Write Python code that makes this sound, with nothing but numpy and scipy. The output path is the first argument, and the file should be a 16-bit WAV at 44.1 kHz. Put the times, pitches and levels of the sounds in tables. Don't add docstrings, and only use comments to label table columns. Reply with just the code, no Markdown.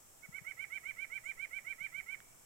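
import sys
import numpy as np
from scipy import signal
from scipy.fft import rfft, irfft, next_fast_len
from scipy.io import wavfile
from scipy.ndimage import uniform_filter1d

SR = 44100
rng = np.random.default_rng(int(sys.argv[2]) if len(sys.argv) > 2 else 0)


def generate_wav(signal):
    frames = np.transpose(np.atleast_2d(signal))
    scaled = np.clip(frames, -1, 1) * 32767
    pcm = np.round(scaled).astype(np.int16)
    wavfile.write(sys.argv[1], SR, pcm)


N = 108045
TIME = np.arange(N) / SR
FREQS = np.maximum(np.arange(N // 2 + 1) * SR / N, 1)


def nuthatch():
    # start_s, length_s, top_pitch_hz, level_db, rise_depth (1 = the usual rise)
    notes = [(.2213, .0468, 760, -47, .45), (.3194, .0787, 771, -38.8, .9),
             (.4365, .0895, 773.6, -37.4, 1.04), (.5653, .089, 780.8, -36, 1.04),
             (.6938, .0935, 784.4, -35.5, 1.05), (.8261, .0946, 786.6, -35.9, 1.11),
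             (.9587, .0971, 788.2, -35.9, 1.03), (1.0918, .0975, 787.9, -36.1, 1.04),
             (1.2318, .0932, 791.1, -35.6, 1.02), (1.368, .0935, 790.8, -35.6, 1.04),
             (1.5015, .096, 787.8, -36.3, 1.04), (1.6387, .0984, 788.3, -35.9, 1.07),
             (1.7773, .0981, 786.9, -35.4, 1), (1.9162, .0971, 783.7, -35.8, .97),
             (2.0562, .1014, 783.1, -36.5, .96)]
    # delay_s, gain
    left_echoes = [(.004543, .83)]
    right_echoes = [(.002182, .127), (.004584, .68), (.007622, .14)]
    # delay_s, fade_s, left_db, right_db
    tails = [(.008, 0.11, -42, -8.5), (0.04, 0.798, -40, -15.5)]
    # frequency_hz, gain_db
    tail_colour = [(1400, -8.5), (1750, 4), (2100, -4), (2230, -3), (2340, -5.5), (2700, -1), (3100, -7)]
    voice = sum(nasal_note(*row) for row in notes)
    left = from_db(-23) * add_echoes(voice, left_echoes)
    right = add_echoes(voice, right_echoes)
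    coloured = irfft(rfft(voice) * from_db(at_hz(tail_colour, FREQS)), N)
    wood = sum(from_db([[left_db], [right_db]]) * scattered_tail(coloured, delay_s, fade_s)
               for delay_s, fade_s, left_db, right_db in tails)
    return np.array([left, right]) + wood


def nasal_note(start_s, length_s, top_pitch_hz, level_db, rise_depth):
    glide_shape = [(0, .805), (.15, .858), (.3, .915), (.5, .965), (.62, .987), (.72, .994), (.82, .977),
                   (.87, .928), (.91, .858), (.95, .751), (1, .68)]
    # share_of_note, effort_db
    effort_shape = [(0, -24.5), (.12, -12), (.22, -9.5), (.3, -6.5), (.5, -1.04), (.62, -0.3), (.72, 1.66),
                    (.82, -0.9), (.87, -1), (.91, -8.5), (.95, -5), (1, -11.5)]
    # frequency_hz, gain_db
    throat = [(700, -38), (1000, -39), (1300, -17.5), (1550, -21), (1850, -7.7), (2100, 2), (2300, 0.9),
              (2700, -18), (3100, -20), (3500, -27.5), (3900, -37.5), (4700, -46)]
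    drop_s, drop_from, edge_s, waver_s, full_effort_db = .017, .82, .002, .002, -36
    inside = (TIME > start_s) & (TIME < start_s + length_s)
    progress = np.interp(TIME[inside] - start_s, [0, length_s - drop_s, length_s], [0, drop_from, 1])
    glide = along(glide_shape, progress)
    rising = np.arange(len(progress)) < np.argmax(glide)
    smooth_hz = top_pitch_hz * (1 - np.where(rising, rise_depth, 1) * (1 - glide))
    waver = unit_level(uniform_filter1d(rng.standard_normal(N), int(waver_s * SR)))[inside]
    roughness = np.interp(progress, [drop_from, 1], [.001, .027])
    pitch_hz = smooth_hz * (1 + waver * roughness)
    phase = 2 * np.pi * np.cumsum(pitch_hz) / SR
    effort_db = level_db + along(effort_shape, progress)
    tilt_db = .36 * (effort_db - full_effort_db) + .39 * (level_db - full_effort_db)
    voice = sum(from_db(effort_db + tilt_db * (k - 3) + at_hz(throat, k * pitch_hz)) * np.sin(k * phase)
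                for k in range(1, 7))
    edge_fade = np.clip(np.minimum(progress, 1 - progress) * length_s / edge_s, 0, 1)
    sound = np.zeros(N)
    sound[inside] = voice * edge_fade
    return sound


def add_echoes(sound, echoes):
    # frequency_hz, gain_db
    echo_colour = [(2400, 0), (2800, -9), (3300, -9), (3800, -3)]
    size = next_fast_len(N + SR // 10)
    hz = np.arange(size // 2 + 1) * SR / size
    copies = sum(gain * np.exp(-2j * np.pi * hz * delay_s) for delay_s, gain in echoes)
    dulling = from_db(at_hz(echo_colour, np.maximum(hz, 1)))
    return irfft(rfft(sound, size) * (1 + copies * dulling), size)[:N]


def scattered_tail(sound, delay_s, fade_s):
    tail = rng.standard_normal((2, N)) * from_db(-60 * TIME / fade_s) * (TIME > delay_s)
    tail /= np.sqrt(np.sum(tail ** 2, axis=1, keepdims=True))
    return signal.fftconvolve(sound[None], tail, axes=1)[:, :N]


def high_chirp():
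    # time_s, pitch_hz, level_db
    path = [(1.235, 8670, -84), (1.243, 8150, -57), (1.252, 7090, -60.5), (1.264, 6850, -64),
            (1.273, 6600, -66)]
    time_s, pitch_hz, level_db = np.transpose(path)
    phase = 2 * np.pi * np.cumsum(np.interp(TIME, time_s, pitch_hz)) / SR
    sounding = (TIME > time_s[0]) & (TIME < time_s[-1])
    whistle = np.sin(phase) * from_db(np.interp(TIME, time_s, level_db)) * sounding
    return whistle + from_db(2.5) * scattered_tail(whistle, delay_s=0, fade_s=.41)


def low_bumps():
    # middle_s, level_db, pitch_hz
    bumps = [(0.293, -44, 162), (0.4194, -47.5, 147), (1.816, -53, 167), (1.989, -56, 139)]
    left = sum(from_db(level_db) * blip(middle_s, pitch_hz, width_s=.0038)
               for middle_s, level_db, pitch_hz in bumps)
    return np.array([left, from_db(-38) * left])


def dry_tick():
    middle_s = 2.2043
    body = from_db(-41.5) * blip(middle_s, pitch_hz=1700, width_s=.00045)
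    snap = from_db(-48.5) * blip(middle_s, pitch_hz=3060, width_s=.00024)
    right = body + snap
    return np.array([from_db(-23) * right, right])


def blip(middle_s, pitch_hz, width_s):
    offset_s = TIME - middle_s
    return np.sin(2 * np.pi * pitch_hz * offset_s) * np.exp(-.5 * (offset_s / width_s) ** 2)


def background():
    # frequency_hz, gain_db
    hiss_colour = [(1000, -6), (1300, -6), (1900, -10), (2900, -11.5), (3300, -13), (3900, -16.5),
                   (4400, -16.5), (4850, -15), (5400, -7.5), (6650, -6.5), (7650, -0.5), (8450, -4),
                   (9250, -9.5), (12800, -8.5), (15500, -12)]
    rumble_colour = [(20, 3), (35, -24), (55, -1.5), (90, -4.5), (125, -3.5), (200, -7.5), (520, -7),
                     (700, -7), (1000, -9.5)]
    hum_hz, hum_width_hz = 123.6, 3.7
    treble = FREQS > 1000
    hiss = from_db(-61.5) * stereo_noise(from_db(at_hz(hiss_colour, FREQS)) * treble)
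    rumble = from_db(-67.5) * stereo_noise(from_db(at_hz(rumble_colour, FREQS)) * ~treble)
    hum = from_db(-82) * stereo_noise(1 / (1 + ((FREQS - hum_hz) / hum_width_hz) ** 2))
    return hiss + rumble + hum


def stereo_noise(colour):
    # frequency_hz, left_minus_right_db
    balance = [(30, -16), (60, 7), (200, 0.5), (380, 1), (700, -5), (1300, 1.5), (2400, -1), (4400, -0.5),
               (15000, 0.8)]
    # frequency_hz, likeness (0 = unrelated, 1 = the same)
    likeness = [(60, 0.48), (130, 0.62), (300, 0.078), (640, 0.14), (1400, 0), (15000, 0.071)]
    shared, opposed = rfft(rng.standard_normal((2, N)))
    alike = at_hz(likeness, FREQS)
    sides = np.array([[1], [-1]])
    ears = np.sqrt(1 + alike) * shared + np.sqrt(1 - alike) * opposed * sides
    lean = from_db(sides * at_hz(balance, FREQS) / 2)
    return unit_level(irfft(ears * colour * lean, N))


def from_db(db):
    return 10 ** (np.asarray(db) / 20)


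def unit_level(sound):
    return sound / np.sqrt(np.mean(sound ** 2) + 1e-20)


def along(points, position):
    return np.interp(position, *np.transpose(points))


def at_hz(points, hz):
    frequency_hz, value = np.transpose(points)
    return np.interp(np.log(hz), np.log(frequency_hz), value)


def scene():
    return nuthatch() + high_chirp() + low_bumps() + dry_tick() + background()


def record(dry):
    cutoff_hz, slope_width_hz = 15900, 150
    passed = np.clip((cutoff_hz - FREQS) / slope_width_hz + .5, 0, 1)
    return irfft(rfft(dry) * passed, N)


dry = scene()
out = record(dry)
generate_wav(out)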